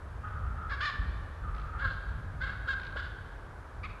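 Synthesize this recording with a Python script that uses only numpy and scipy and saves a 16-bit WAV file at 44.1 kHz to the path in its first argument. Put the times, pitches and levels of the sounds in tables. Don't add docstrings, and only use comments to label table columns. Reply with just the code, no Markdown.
import sys
import numpy as np
from scipy import signal
from scipy.fft import rfft, irfft
from scipy.io import wavfile
from scipy.ndimage import map_coordinates

SR = 44100
rng = np.random.default_rng(int(sys.argv[2]) if len(sys.argv) > 2 else 0)


def file_out(sig):
    cols = np.atleast_2d(sig).T
    lim = np.clip(cols, -1, 1)
    pcm = np.round(lim * 32767).astype(np.int16)
    wavfile.write(sys.argv[1], SR, pcm)


N = 176400

# (raven [index], level [dB], treble [dB], roughness [0-1], uneven cycles [0-1], throb [0-1],
# echo send [dB], send treble [dB])
NEAR_CAWS = [(0, -38, -2.5, 0, 0.05, 0, -6.5, -3), (0, -34, 1, 0.28, 0.2, 0, -7.5, 0),
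             (1, -34.5, -8.5, 0.5, 0.65, 0.27, -7.5, -1), (1, -38, -3, 0.37, 0.16, 0.34, -3, -2),
             (1, -33.5, 1.5, .25, .18, .25, -6.5, -2), (1, -39.5, 1.5, 0.6, 0.32, 0.46, -5, 3)]
# (time [s], pitch [Hz])
CAW_CONTOURS = [
    [(0.692, 400), (0.705, 415), (0.715, 555), (0.723, 582), (0.732, 505), (0.738, 562), (0.745, 572),
     (0.764, 480)],
    [(0.803, 480), (0.820, 575), (0.835, 603), (0.845, 582), (0.853, 628), (0.866, 582), (0.876, 600),
     (0.896, 560), (0.914, 510)],
    [(1.782, 430), (1.800, 490), (1.826, 555), (1.850, 548), (1.870, 510), (1.895, 440)],
    [(2.402, 480), (2.416, 505), (2.434, 542), (2.452, 540), (2.470, 485), (2.500, 385)],
    [(2.670, 435), (2.681, 465), (2.693, 545), (2.716, 540), (2.746, 490)],
    [(2.958, 470), (2.970, 505), (2.982, 565), (2.995, 535), (3.006, 480), (3.026, 540)],
]
# (frequency [Hz], gain [dB])
NEAR_THROATS = [
    [(300, -40), (570, -25.5), (930, -62), (1080, -4), (1220, -1.5), (1450, 4.5), (1800, 0.5), (2050, -8.5),
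     (2400, -14), (2900, -18.5), (3520, -12), (3850, -16.5), (4600, -18.5), (5250, -23), (5700, -39),
     (6600, -35), (7700, -48), (12000, -62)],
    [(300, -19), (540, -20.5), (850, -45), (1100, -7.5), (1350, 3.5), (1660, 3), (1850, -15.5), (2150, -14),
     (2450, -24.5), (2750, -19.5), (3250, -15.5), (3780, -18), (4100, -20), (4450, -20.5), (4900, -26),
     (5700, -42), (7700, -41), (9000, -63)],
]
# (start [s], length [s], pitch at mid-arch [Hz], level [dB], roughness [about 0-1],
# trill depth [share of pitch])
DISTANT_CALLS = [(0.225, 0.078, 416.7, -45.5, 1.01, 0.016), (0.315, 0.019, 470, -58, 0.32, 0.019),
                 (0.342, 0.11, 425, -50, 0.86, 0.026), (0.461, 0.021, 456, -49, 0.37, 0),
                 (0.545, 0.137, 444.3, -46, 0.08, 0.061), (1.426, 0.09, 414.8, -48, 1.01, 0),
                 (1.557, 0.062, 418, -48.5, 0.86, 0.0047), (1.651, 0.065, 420, -50.5, 0.93, 0),
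                 (1.723, 0.074, 436, -46.5, 0.12, 0.072)]
# (frequency [Hz], gain [dB])
DISTANT_THROAT = [(400, -20.5), (850, -13.5), (1050, -14.5), (1200, 7), (1450, 0), (1650, -10.5),
                  (1850, -14), (2300, -27.5), (3300, -30), (5000, -57), (9000, -60)]
# (time [s], pitch [Hz])
YELP_CONTOUR = [(3.829, 1130), (3.837, 1190), (3.853, 1275), (3.858, 1130), (3.866, 1090), (3.879, 1070)]
# (frequency [Hz], gain [dB])
SMALL_THROAT = [(600, -21), (930, -15), (1100, 3), (1260, 5.5), (1500, -9), (1800, 1), (2150, 4),
                (2500, -4), (2800, -8), (3100, -13), (3700, -13.5), (4500, -13.5), (5000, -26), (5800, -31),
                (8000, -38.5), (11000, -55)]
# (start [s], rate [clicks/s], level before the click EQ [dB])
RATTLE_RUNS = [(1.5475, 59, -53.5), (2.7985, 58, -48.5)]
# (frequency [Hz], gain [dB])
CLICK_EQ = [(700, 7), (1700, 18), (2600, 10.5), (4000, 9.5), (5200, -2), (6500, -14), (10000, -36)]
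# (frequency [Hz], gain [dB])
WING_EQ = [(100, -10), (300, -4), (600, 0), (1000, -3), (2000, -18), (6000, -45)]
# (band [Hz], time to fall 60 dB [s])
FOREST_DECAY = [(500, 1.35), (1500, 1.79), (3500, 1.46), (7000, 0.7)]
# (frequency [Hz], gain [dB])
WIND_EQ = [(12, -33), (20, -16), (48, 2.5), (65, 0), (84, -2), (260, -27.5), (340, -41), (570, -120)]
# (time [s], level [dB])
GUSTS = [(0.0, -43), (0.48, -35.5), (0.91, -42), (1.01, -33), (1.401, -46), (1.431, -34), (1.82, -40.5),
         (1.868, -33.5), (2.05, -45), (2.08, -35.5), (3.63, -45), (3.65, -50.5), (3.85, -37.5), (4.0, -48)]
# (frequency [Hz], gain [dB])
HISS_EQ = [(100, -41), (260, 0), (500, 1), (750, -0.5), (1100, 2), (1550, 0.5), (2100, -11.5),
           (2800, -19.5), (3800, -22), (5500, -27), (8000, -30.5), (12000, -32.5)]

TOP_HZ = 11950
JITTER_CYCLES, JITTER_HZ, WOBBLE_SHARE, WOBBLE_HZ = .042, 800, .013, 170
EFFORT_DB_PER_OCTAVE, FLUTTER_DB, FLUTTER_HZ = 13, 2, 130
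THROB_HZ, RASP_DB, RASP_TREBLE_DB = 35.5, -5, 4
TRUNKS_PER_S, EARLY_S, EARLY_DB, TREE_LINE_S, TREE_LINE_DB = 500, .07, -7, .058, -3.5
TAIL_BUILD_S, BLUR_HZ, BLUR_RATE_HZ = .02, 18, 60


def near_ravens():
    direct, send = np.zeros(N), np.zeros(N)
    for settings, contour in zip(NEAR_CAWS, CAW_CONTOURS):
        raven, db, treble_db, rough, uneven, throb, send_db, send_treble_db = settings
        start = contour[0][0]
        caw = undb(db) * bird_voice(contour, rough, NEAR_THROATS[raven], uneven, throb=throb)
        add(direct, start, brighten(caw, treble_db))
        add(send, start, undb(send_db) * brighten(caw, send_treble_db))
    return direct + forest_echo(send)


def bird_voice(contour, rough, throat, uneven, subharmonic=.5, throb=0, attack_s=.006, release_s=.016):
    times, pitches = np.array(contour).T
    length = times[-1] - times[0]
    n = int(length * SR)
    t = np.arange(n) / SR
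    rough = np.clip(rough, 0, 1)
    glide = np.interp(times[0] + t, times, pitches)
    hz = glide * (1 + WOBBLE_SHARE * drift(WOBBLE_HZ)[:n])
    phase = 2 * np.pi * (np.cumsum(hz) / SR + rough * JITTER_CYCLES * drift(JITTER_HZ)[:n])
    overtones = sum(overtone_sway(t) * np.cos(k * phase + rng.uniform(-np.pi, np.pi))
                    for k in range(1, int(TOP_HZ / pitches.max())))
    growl = 1 + uneven * np.cos(subharmonic * phase)
    tone = unit(colour(overtones * growl, throat))
    rasp = unit(colour(rng.standard_normal(N)[:n] * (1 + np.cos(phase)), throat))
    voice = tone + rough * undb(RASP_DB) * brighten(rasp, RASP_TREBLE_DB)
    envelope = np.minimum(t / attack_s, 1) * np.minimum((length - t) / release_s, 1)
    tremolo = 1 - throb * np.cos(2 * np.pi * THROB_HZ * t)
    effort_db = EFFORT_DB_PER_OCTAVE * np.log2(glide / pitches.max())
    flutter_db = FLUTTER_DB * drift(FLUTTER_HZ)[:n]
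    return unit(voice * envelope * tremolo * undb(effort_db + flutter_db))


def overtone_sway(t, spread_db=3, rate_hz=70):
    knots = rng.standard_normal(rate_hz)
    return undb(spread_db * np.interp(t * rate_hz, np.arange(rate_hz), knots))


def far_ravens(sag=.04, waver_share=.05, waver_hz=150, trill_hz=57.2, echo_db=-1):
    calls = np.zeros(N)
    position = np.linspace(-1, 1, SR // 100)
    arch = 1 - sag * position ** 2
    for start, length, hz, db, rough, trill_depth in DISTANT_CALLS:
        times = start + length * (position + 1) / 2
        waver = rough * waver_share * drift(waver_hz)[(times * SR).astype(int)]
        trill = trill_depth * np.cos(2 * np.pi * trill_hz * (times - start))
        contour = np.column_stack([times, hz * (arch + waver + trill)])
        call = bird_voice(contour, rough, DISTANT_THROAT, uneven=.9 * rough, attack_s=.022)
        add(calls, start, undb(db) * call)
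    return calls + undb(echo_db) * forest_echo(calls)


def yelp(level_db=-43, echo_db=-9, send_treble_db=2.5):
    direct = np.zeros(N)
    call = bird_voice(YELP_CONTOUR, rough=.55, throat=SMALL_THROAT, uneven=.55, subharmonic=1 / 3)
    add(direct, YELP_CONTOUR[0][0], undb(level_db) * call)
    return direct + undb(echo_db) * forest_echo(brighten(direct, send_treble_db))


def rattles(clicks_per_run=5, decay_s=.0045, edge_db=-1, echo_db=-6):
    clicks = np.zeros(N)
    t = np.arange(SR // 20) / SR
    for start, rate, db in RATTLE_RUNS:
        for k, position in enumerate(np.linspace(-1, 1, clicks_per_run)):
            click = rng.standard_normal(len(t)) * np.exp(-t / decay_s)
            add(clicks, start + k / rate, undb(db + edge_db * position ** 2) * click)
    direct = colour(clicks, CLICK_EQ)
    return direct + undb(echo_db) * forest_echo(direct)


def wingbeat(peak_s=2.963, width_s=.008, level_db=-41.5):
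    t = np.arange(N) / SR
    puff = np.exp(-((t - peak_s) / width_s) ** 2)
    return undb(level_db) * puff * shaped_noise(WING_EQ)


def forest_echo(send):
    t = np.arange(N) / SR
    hz = np.fft.rfftfreq(N, 1 / SR)
    noise_spectrum = rfft(rng.standard_normal(N))
    tail = np.zeros(N)
    for band_hz, t60 in FOREST_DECAY:
        band = curve_at([(centre, centre == band_hz) for centre, _ in FOREST_DECAY], hz)
        tail += irfft(noise_spectrum * band, N) * np.exp(-np.log(1000) * t / t60)
    tail *= (1 - np.exp(-t / TAIL_BUILD_S)) * np.sqrt(2 * np.log(1000) / SR)
    arrivals = rng.random(N) < TRUNKS_PER_S / SR
    trunks = arrivals * rng.standard_normal(N) * t * np.exp(-2 * t / EARLY_S)
    early = undb(EARLY_DB) * unit(trunks) / np.sqrt(N)
    early[int(TREE_LINE_S * SR)] += undb(TREE_LINE_DB)
    blur_phase = 2 * np.pi * np.cumsum(BLUR_HZ * drift(BLUR_RATE_HZ)) / SR
    blurred = np.real(signal.hilbert(send) * np.exp(1j * blur_phase))
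    return (signal.fftconvolve(send, early) + signal.fftconvolve(blurred, tail))[:N]


def wind():
    gust_db = np.interp(np.arange(N) / SR, *np.array(GUSTS).T)
    faint_mids = [(450, -48), (1500, -83)]  # (frequency [Hz], gain [dB])
    return undb(gust_db) * shaped_noise(list(WIND_EQ) + faint_mids)


def hiss(level_db=-51.5):
    return undb(level_db) * shaped_noise(HISS_EQ)


def undb(db):
    return 10 ** (np.asarray(db) / 20)


def unit(x):
    return x / np.sqrt(np.mean(x ** 2) + 1e-18)


def curve_at(points, hz):
    frequencies, values = np.array(points, float).T
    return np.interp(np.log(np.maximum(hz, 1)), np.log(frequencies), values)


def colour(x, eq):
    hz = np.fft.rfftfreq(len(x), 1 / SR)
    return irfft(rfft(x) * undb(curve_at(eq, hz)), len(x))


def brighten(x, db, from_hz=1930, full_hz=3000):
    return colour(x, [(from_hz, 0), (full_hz, db)])


def shaped_noise(eq):
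    return unit(colour(rng.standard_normal(N), eq))


def drift(rate_hz):
    return unit(map_coordinates(rng.standard_normal(N), [np.arange(N) * rate_hz / SR], order=1))


def add(track, start, sound):
    i = max(int(start * SR), 0)
    track[i:i + len(sound)] += sound[:N - i]


def scene():
    return (near_ravens() + far_ravens() + yelp() + rattles() + wingbeat() + wind() + hiss())[None]


def record(dry):
    return signal.sosfilt(signal.ellip(10, .2, 70, TOP_HZ, fs=SR, output="sos"), dry)


dry = scene()
out = record(dry)
file_out(out)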